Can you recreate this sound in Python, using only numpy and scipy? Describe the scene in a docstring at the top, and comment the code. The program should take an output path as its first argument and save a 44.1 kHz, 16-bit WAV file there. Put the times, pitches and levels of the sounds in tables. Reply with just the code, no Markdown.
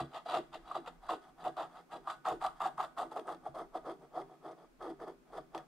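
"""Quick to-and-fro scraping: a pointed wooden stylus on a sheet of scratch paper on a table, in a quiet room.
Strokes and catches: stick-slip grains and gliding chirps ring the board; most strokes fall in pitch.
The coating crumbles as coloured grain noise, and flakes snap off as short noise bursts.
The hand shakes, rocks and bumps the table (low filtered noise, damped sines).
A short reverberation and faint steady room noise surround it."""
import sys
import numpy as np
from scipy import signal
from scipy.fft import rfft, irfft, next_fast_len
from scipy.io import wavfile
from scipy.ndimage import uniform_filter1d, map_coordinates

SR = 44100
rng = np.random.default_rng(int(sys.argv[2]) if len(sys.argv) > 2 else 0)


def dump(signal):
    """Clip the signal to [-1, 1] and save it as 16-bit WAV at the path in sys.argv[1]."""
    limited = np.clip(np.atleast_2d(signal).T, -1, 1)
    pcm = np.round(limited * 32767).astype(np.int16)
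    wavfile.write(sys.argv[1], SR, pcm)


N = 250047


def amp(db):
    """Decibels to gain."""
    return 10 ** (np.asarray(db) / 20)


def unit(x):
    """x at rms 1."""
    return x / np.sqrt(np.mean(x ** 2) + 1e-20)


def along(points, hz):
    """(frequency [Hz], value) points read on a log axis."""
    f, v = np.transpose(points)
    return np.interp(np.log(hz + 1), np.log(f + 1), v)


def at_time(points, s):
    """(time [s], value) points joined by straight lines."""
    return np.interp(s, *np.transpose(points))


def wobble(rate_hz):
    """Smooth random curve with rate_hz knots a second."""
    knots = rng.standard_normal(int(N * rate_hz / SR) + 4)
    return map_coordinates(knots, [np.arange(N) * rate_hz / SR])


def filtered(x, response):
    """x times a response of frequency."""
    size = next_fast_len(N + SR // 2)
    return irfft(rfft(x, size) * response(np.fft.rfftfreq(size, 1 / SR)), size)[..., :N]


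def ringing(x, gain_db, size=16384):
    """x through a causal minimum-phase filter with the given dB response, so that its peaks ring on."""
    cepstrum = irfft(np.log(amp(gain_db(np.fft.rfftfreq(size, 1 / SR)))))
    cepstrum[1:size // 2] *= 2
    cepstrum[size // 2 + 1:] = 0
    impulse = irfft(np.exp(rfft(cepstrum)))
    return signal.fftconvolve(x, impulse[None], axes=1)[:, :N]


def stereo(pair, alike):
    """Two unrelated signals mixed to left and right with a given coherence."""
    def mid_side(hz):
        turn = np.arccos(np.clip(along(alike, hz), -1, 1)) / 2
        return np.array([np.cos(turn), np.sin(turn)])
    mid, side = filtered(pair, mid_side)
    return np.array([mid + side, mid - side])


# tip strokes: (time of full grip [s], rise [s], drag [s], level [dB], pitch fall [octaves])
STROKES = [(0.0, .03, 0.0087, -37.5, 0.39), (0.151, 0.066, 0.026, -43.5, 0.018),
           (0.29, .021, 0.035, -38.5, 0.21), (0.345, 0.042, 0.031, -32.5, 1.06),
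           (0.535, 0.022, 0.018, -44.5, 0.96), (0.69, 0.11, 0.041, -49.5, 0),
           (0.752, .014, 0.0088, -35, 1.25), (0.869, 0.051, .01, -47.5, 0.15),
           (1.039, 0.064, 0.034, -54, 0.22), (1.093, 0.017, 0.042, -35.5, 0.96),
           (1.223, 0.029, 0.07, -61, 0), (1.403, 0.065, 0.047, -52.5, 0.25), (1.458, .04, .014, -36, 0.68),
           (1.571, 0.013, 0.061, -39, 0.087), (1.7, .02, .03, -63.5, 0), (1.76, 0.084, 0.037, -52, 0.45),
           (1.923, 0.036, 0.04, -43, 1.13), (2.095, 0.084, .03, -44.5, 0),
           (2.255, .014, 0.069, -34.5, 1.18), (2.417, .018, 0.052, -38, 0.13), (2.56, 0.039, .03, -60, 0),
           (2.606, 0.011, .02, -35.5, 0.071), (2.645, .025, 0.022, -35.5, 0.42),
           (2.781, 0.017, .028, -40.5, 0.21), (2.83, .027, .012, -39.5, 0.62),
           (2.977, 0.017, 0.056, -37.5, 1.1), (3.117, 0.022, 0.0062, -41.5, 0.64),
           (3.165, 0.026, 0.024, -39, 0.8), (3.283, 0.055, 0.041, -38.5, 0.44),
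           (3.463, 0.065, 0.0081, -46.5, 0.3), (3.552, 0.021, 0.067, -41.5, 0.23),
           (3.751, .032, 0.017, -40.5, 0.11), (3.863, 0.037, 0.051, -40, 0.51),
           (4.022, .074, 0.028, -57, 0), (4.16, 0.057, 0.047, -41, 0.35), (4.3, 0.058, 0.046, -58, 0.19),
           (4.455, 0.064, 0.055, -45.5, 0.17), (4.576, .025, 0.073, -59, 0), (4.815, .026, 0.09, -42, 0.49),
           (5.013, 0.039, 0.03, -44, 0.51), (5.075, .024, .02, -43, 0.57), (5.28, 0.067, .04, -64, 0),
           (5.338, 0.043, 0.045, -44.5, 0.3), (5.555, 0.044, 0.031, -43, 0.066)]
# tip catches in the coating: (time [s], level [dB], chirp pitch 7 ms in [Hz])
CATCHES = [(0.0, -24, 725), (0.258, -30, 683), (0.341, -22, 625), (0.711, -30, 1150), (0.763, -30.5, 725),
           (0.874, -29, 533), (1.091, -25, 1042), (1.109, -26.5, 737), (1.464, -28.5, 775),
           (2.073, -25.5, 950), (2.097, -27, 1155), (2.254, -34, 1050), (2.268, -24.5, 720),
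           (2.443, -20.5, 765), (2.655, -22.5, 813), (2.797, -21, 783), (2.99, -24.5, 700),
           (3.163, -25.5, 637), (3.462, -31.5, 727), (3.748, -27, 709), (4.171, -25.5, 617),
           (5.376, -30, 690), (5.546, -27.5, 778)]
# pace of the hand, as stroke start pitch: (time [s], pitch [Hz])
PACE = [(0, 753), (0.6, 888), (1.1, 925), (1.5, 773), (2.1, 1017), (2.97, 1033), (3.15, 740), (3.9, 634),
        (4.5, 623), (5.6, 667)]
RELEASE_S = .07  # time to fall 30 dB
# a catch also tightens the grip: level re the catch, rise, hold, release, delay
CATCH_GRIP_DB, CATCH_RISE_S, CATCH_HOLD_S, CATCH_RELEASE_S = -13.5, .008, 0.00709, .03
CATCH_GRIP_DELAY_S = 0.002027


def grips():
    """Strokes and catches as (time s, rise s, drag s, release s, level dB, pitch Hz, fall octaves)."""
    strokes = [(s, rise, drag, RELEASE_S, db, at_time(PACE, s), fall)
               for s, rise, drag, db, fall in STROKES]
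    caught = [(s + CATCH_GRIP_DELAY_S, CATCH_RISE_S, CATCH_HOLD_S, CATCH_RELEASE_S,
               db + CATCH_GRIP_DB, at_time(PACE, s), 0) for s, db, _ in CATCHES]
    return strokes + caught


def slips(pitch, rate, spread, cycles, scatter_db):
    """Irregular stick-slip grains, each a few cycles near the momentary pitch; rms 1."""
    count = max(int(rate * len(pitch) / SR), 1)
    at = ((np.arange(count) + rng.random(count)) * (len(pitch) - 1) / count).astype(int)
    detune, strength, sign = rng.standard_normal((count, 3)).T
    hz = pitch[at] * np.exp(spread * detune)
    lag = np.arange(SR // 50)
    turns = hz[:, None] * lag / SR
    grains = turns / cycles * np.exp(-turns / cycles) * np.sin(2 * np.pi * turns)
    grains *= (np.sign(sign) * amp(scatter_db * strength) * np.sqrt(hz))[:, None]
    positions = (at[:, None] + lag).ravel()
    return unit(np.bincount(positions, grains.ravel(), len(pitch))[:len(pitch)])


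# fresh coating hisses most: (time [s], hiss re chatter for a medium stroke, before colouring [dB])
COATING = [(0, -14), (0.55, -11), (0.8, -17.5), (2.25, -18.5), (2.8, -21.5), (3.7, -22.5), (4.8, -20.5),
           (5.6, -20.5)]
MEDIUM_DB, HISS_LAG = -40.5, 0.2  # medium stroke; dB of hiss lost per dB of harder chatter
EASE_DB = 1  # drop across the drag
RUB_DB, RUB_RELEASE_S = -16.5, 0.2  # light rub after the drag: level re stroke, time to fall 30 dB
SHED_DELAY_S = 0.0011  # loosening to leaving the sheet


def stylus():
    """Stick-slip chatter of the tip, its force on the sheet, and its strength of shedding coating."""
    chatter, force, shedding = np.zeros((3, N))
    for s, rise, drag, release, db, hz, fall in grips():
        span = slice(max(int((s - 2 * rise) * SR), 0), min(int((s + drag + 3 * release) * SR), N))
        t = np.arange(N)[span] / SR - s
        early, late = np.maximum(-t, 0), np.maximum(t - drag, 0)
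        release_db = np.maximum(-30 * late / release, RUB_DB - 30 * late / RUB_RELEASE_S)
        fade_db = -30 * early / rise + release_db
        ease_db = np.interp(t, [0, drag], [EASE_DB / 2, -EASE_DB / 2])
        level = amp(db + ease_db + fade_db)
        pitch = hz * 2 ** np.interp(t, [0, drag + release / 2], [0, -fall])
        # slips near the gliding pitch, with shorter, higher ones above
        glide = slips(pitch * .88, rate=700, spread=0.16, cycles=0.93, scatter_db=2.5)
        grit = slips(pitch * 1.4, rate=1500, spread=0.24, cycles=0.63, scatter_db=3.5)
        # chatter needs grip: it fades slightly sooner than the hiss
        chatter[span] += level * amp(0.022 * fade_db) * (amp(-2.5) * glide + amp(-5.5) * grit)
        force[span] += level ** 2
        # a faster tip chatters higher and sheds more
        hiss_db = at_time(COATING, s) - HISS_LAG * (db - MEDIUM_DB)
        shedding[span] += (level * amp(hiss_db) * (pitch / 800) ** .6) ** 2
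    clock = np.arange(N) / SR
    shed_power = np.interp(clock - SHED_DELAY_S, clock, shedding)
    return chatter, np.sqrt(force), np.sqrt(shed_power)


def catches():
    """Each catch is a brief run of regular slips whose pitch drops as the tip is braked."""
    chirps, t = np.zeros(N + SR), np.arange(SR // 25) / SR
    swell = t / 0.0037
    envelope = swell * np.exp(1 - swell)
    for s, db, hz in CATCHES:
        jitter = uniform_filter1d(rng.standard_normal(len(t)), size=64) * np.sqrt(64)
        pitch = hz * np.exp(-16 * (t - .007) + 0.067 * jitter)
        phase = 2 * np.pi * np.cumsum(pitch) / SR
        chirps[round(s * SR):][:len(t)] += amp(db - 6.5) * envelope * np.sin(phase)
    return chirps[:N]


# board under the sheet, broad response: (frequency [Hz], relative gain [dB])
BOARD = [(120, -9.5), (250, 2), (450, -1.5), (530, -7.5), (650, 1.5), (1000, 0), (1300, 7), (1450, -4.5),
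         (1900, -8), (2300, -11.5), (4000, -11)]
# board resonances added to it: (frequency [Hz], width [Hz], gain [dB])
BOARD_MODES = [(329.5, 44, 12), (393.6, 6.7, 6.5), (478, 51, 5), (631, 42, 3.5), (741.6, 48, 8),
               (837, 17, 4.5), (946, 26, 3.5), (1090, 19, 2), (1169, 21, 4.5), (1251, 29, 4.5),
               (1480, 9.4, 11.5), (1630, 15, 9.5), (1980, 16, -1)]


def board(drive):
    """Dispersive bending waves ring the board's resonances; the right channel leads slightly."""
    travel_s, lead_s = .004, 2.8e-5  # travel at 1 kHz

    def dispersion(hz):
        # bending waves travel slower at low pitch: delay re 1 kHz = travel * (sqrt(1000 / hz) - 1)
        return np.exp(-2j * np.pi * travel_s * (2 * np.sqrt(1000 * hz) - hz))

    def gain_db(hz):
        peaks = sum(db / (1 + (2 * (hz - centre) / width) ** 2) for centre, width, db in BOARD_MODES)
        return along(BOARD, hz) + peaks

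    sound = amp(-3.5) * ringing(filtered(drive, dispersion)[None], gain_db)
    return filtered(sound, lambda hz: np.exp(1j * np.pi * hz * lead_s * np.array([[-1], [1]])))


def ripple(hz, spacing_hz):
    """The sheet's many small resonances: a random curve over frequency."""
    return map_coordinates(rng.standard_normal(int(SR / spacing_hz)), [hz / spacing_hz])


# likeness of left and right hiss: (frequency [Hz], coherence [0-1])
HISS_ALIKE = [(1000, 0.71), (2400, 0.62), (4500, 0.69), (8000, 0.22), (13000, 0.2)]


def sheet(crumbs, spectrum):
    """Crumbs coloured by the sheet, whose resonances shift as the tip changes place."""
    place = 1.48 * wobble(6)

    def colour(hz):
        # drawn afresh for each of the two places
        return along(spectrum, hz) + 3.76 * ripple(hz, spacing_hz=91.2) + 1.26 * ripple(hz, spacing_hz=568)

    return sum(ringing(stereo(crumbs() * share, HISS_ALIKE), colour)
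               for share in (np.cos(place), np.sin(place)))


# hard scraping tears the coating: (frequency [Hz], relative density [dB per Hz])
RASP = [(500, -14), (1100, -8.5), (1950, 4), (2240, -6.5), (2900, 1), (3650, 1), (4020, -5.5), (4850, -6),
        (5400, -14), (7600, -14.5), (9100, -13.5), (10100, -19.5), (12000, -20.5), (15500, -41)]
# light rubbing only whispers: (frequency [Hz], relative density [dB per Hz])
WHISPER = [(800, -15.5), (1600, 9), (2000, 1.5), (2300, -9), (2950, -11), (3300, 2), (3580, 0),
           (4000, -9.5), (4700, -7.5), (5400, -11.5), (7600, -15), (8500, -10.5), (9300, -9),
           (10100, -21.5), (12000, -19), (15500, -37)]
# fresh coating tears under a light touch, a scraped patch needs more: (time [s], shedding threshold [dB])
TEARING = [(0, -69.5), (2.9, -67.5), (3.6, -57.5), (5.2, -52), (5.6, -59)]
# fine fizz set by the tip's angle: (time [s], level [dB])
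FIZZ = [(0, -2), (0.4, -5), (1.2, 0), (1.6, -0.5), (2.3, 2), (3.0, 4.5), (3.8, -0.5), (4.8, -2.5),
        (5.6, -0.5)]


def coating(shedding):
    """The coating crumbles in dense, uneven grains: whisper when light, rasp when hard; flakes snap."""
    clock = np.arange(N) / SR
    # smoothed over 14 ms, and shed in clumps
    flow = np.abs(uniform_filter1d(shedding, size=SR // 70)) * amp(1.66 * wobble(220))

    def grain():
        return unit(amp(5.7 * wobble(2500)) * rng.standard_normal((2, N)))

    # power share that tears rather than rubs
    hard = 1 - 1 / (1 + (shedding / amp(at_time(TEARING, clock))) ** 4)
    hiss = amp(8.5) * sheet(lambda: flow * np.sqrt(hard) * grain(), RASP)
    hiss += amp(9.0) * sheet(lambda: flow * np.sqrt(1 - hard) * grain(), WHISPER)
    fizz = filtered(hiss, lambda hz: hz ** 6 / (hz ** 6 + 5500 ** 6))
    hiss += fizz * (amp(at_time(FIZZ, clock)) - 1)

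    def flake_db(hz):
        return along(RASP, hz) + along([(4500, -0.5), (13000, -1.5)], hz)

    hiss += amp(1.0) * ringing(stereo(flakes(), HISS_ALIKE), flake_db)

    def lean_gain(hz):
        # upper middle leans left, highest fizz right
        lean_db = along([(1000, -4.5), (2200, 2.5), (5000, 1.8), (8500, 0.0), (12000, -2.2)], hz)
        return amp(np.array([lean_db, -lean_db]) / 2)

    return filtered(hiss, lean_gain)


# low modes of the table: (frequency [Hz], width [Hz], relative level [dB])
TABLE_MODES = [(76, 41, -13), (147, 13, 5), (169.9, 26, 4), (255.7, 15, 3.5), (327.7, 21, 2)]


def table(force):
    """The pressing hand shakes the table's low modes as band-filtered noise, and sometimes bumps it."""
    def modes(f):
        return sum(amp(db) * (1j * f * w / (c * c - f * f + 1j * f * w)) ** 2 for c, w, db in TABLE_MODES)

    push = amp(-40) * unit(force) ** .5 + amp(-44.5 + 2.7 * wobble(10))
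    shake = filtered(push * rng.standard_normal((2, N)), modes)
    return amp(-6.5) * stereo(shake, [(30, 0.56), (150, 0.46), (330, 0.88)]) + thuds()


# base level, growth with pace, random swing
SWAY_DB, SWAY_DB_PER_OCTAVE, SWAY_SWING_DB = -76, 5.5, 5.5


def sway():
    """The whole table rocks near 33 Hz, more when the arm moves quickly."""
    noise = filtered(rng.standard_normal((2, N)), lambda hz: 1 / (1 + ((hz - 33) / 11) ** 2))
    octaves = np.log2(at_time(PACE, np.arange(N) / SR))
    pace_db = SWAY_DB_PER_OCTAVE * (octaves - octaves.mean())
    level_db = SWAY_DB + pace_db + SWAY_SWING_DB * wobble(5.9)
    return amp(level_db) * unit(stereo(noise, [(33, 0.89)]))


# still room noise: (frequency [Hz], relative density [dB per Hz])
AIR = [(15, -59), (25, 2), (66, -39), (133, -32), (240, 5), (919, -9.5), (1300, -8), (1750, -15),
       (2360, -15), (2630, -17), (2920, -20), (6730, -24), (15500, -30.5)]


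def air():
    """Faint steady room noise: shaped Gaussian noise, nearly unrelated left and right."""
    noise = filtered(rng.standard_normal((2, N)), lambda hz: amp(along(AIR, hz)))
    return amp(-68.5) * unit(stereo(noise, [(50, 0.22), (1000, 0.087), (4000, 0.062), (10000, 0.12)]))


# reverberation: (frequency [Hz], t60 [s])
ROOM = [(150, 0.054), (1000, 0.28), (4000, 0.31), (12000, 0.39)]


def room(x):
    """The walls answer 3.3 ms later as decaying noise, each frequency dying at its own speed."""
    hz, t, z = signal.stft(rng.standard_normal((2, SR // 2)), SR, nperseg=256)
    decay = amp(-60 * t / along(ROOM, hz)[:, None])
    tail = signal.istft(z * decay, SR, nperseg=256)[1]
    tail = np.pad(tail / np.linalg.norm(tail[0]), ((0, 0), (SR // 300, 0)))
    return signal.fftconvolve(x, tail, axes=1)[:, :N]


# hand bumps the table: (time [s], level [dB])
BUMPS = [(0.007, -33), (0.363, -50), (1.473, -51), (2.31, -44), (2.469, -54), (3.484, -44.5), (5.382, -49)]
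# table top under a soft bump: (frequency [Hz], relative level [dB], t60 [s])
THUD = [(73, -16, 0.21), (140.3, -4.5, 0.23), (169.5, -12.5, 0.2), (251.5, -12, 0.19), (333, -5, 0.18)]


def thuds():
    """A soft bump of the hand rings the table top briefly: damped sines with a slow onset."""
    out, t = np.zeros(N + SR), np.arange(SR // 3) / SR
    onset = 1 - np.exp(-t / 0.0088)
    for s, db in BUMPS:
        ring = sum(amp(level + rng.normal(0, 2.8) - 60 * t / t60) * np.sin(2 * np.pi * hz * t)
                   for hz, level, t60 in THUD)
        out[round(s * SR):][:len(t)] += amp(db) * ring * onset
    return out[:N]


# flakes that snap off: (time [s], relative level [dB])
FLAKES = [(0.3216, -35), (0.363, -46), (0.8824, -48), (1.4581, -48), (1.48, -48), (2.101, -32),
          (2.284, -31), (2.465, -30), (2.804, -40), (2.847, -37.5), (3.1948, -39), (3.3465, -45),
          (3.774, -46), (5.5482, -35.5), (5.5778, -34.5)]


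def flakes():
    """Each flake breaks with a sharp noise crack, and its crumbs follow as a weaker, slower decay."""
    cracks, t = np.zeros((2, N + SR)), np.arange(SR // 40) / SR
    fade = amp(-60 * t / 0.014) + amp(-7.0 - 60 * t / 0.034)
    for s, db in FLAKES:
        burst = fade * rng.standard_normal((2, len(t)))
        cracks[:, round(s * SR):][:, :len(t)] += amp(db - 5.0) * burst
    return cracks[:, :N]


def scene():
    """Board, coating and table sound together in the room."""
    chatter, force, shedding = stylus()
    scrape = board(chatter + catches()) + coating(shedding)
    return scrape + amp(-12) * room(scrape) + table(force) + sway() + air()


TOP_HZ = 15700


def record(dry):
    """Nothing is kept above the band limit."""
    return filtered(dry, lambda hz: hz < TOP_HZ)


dry = scene()
out = record(dry)
dump(out)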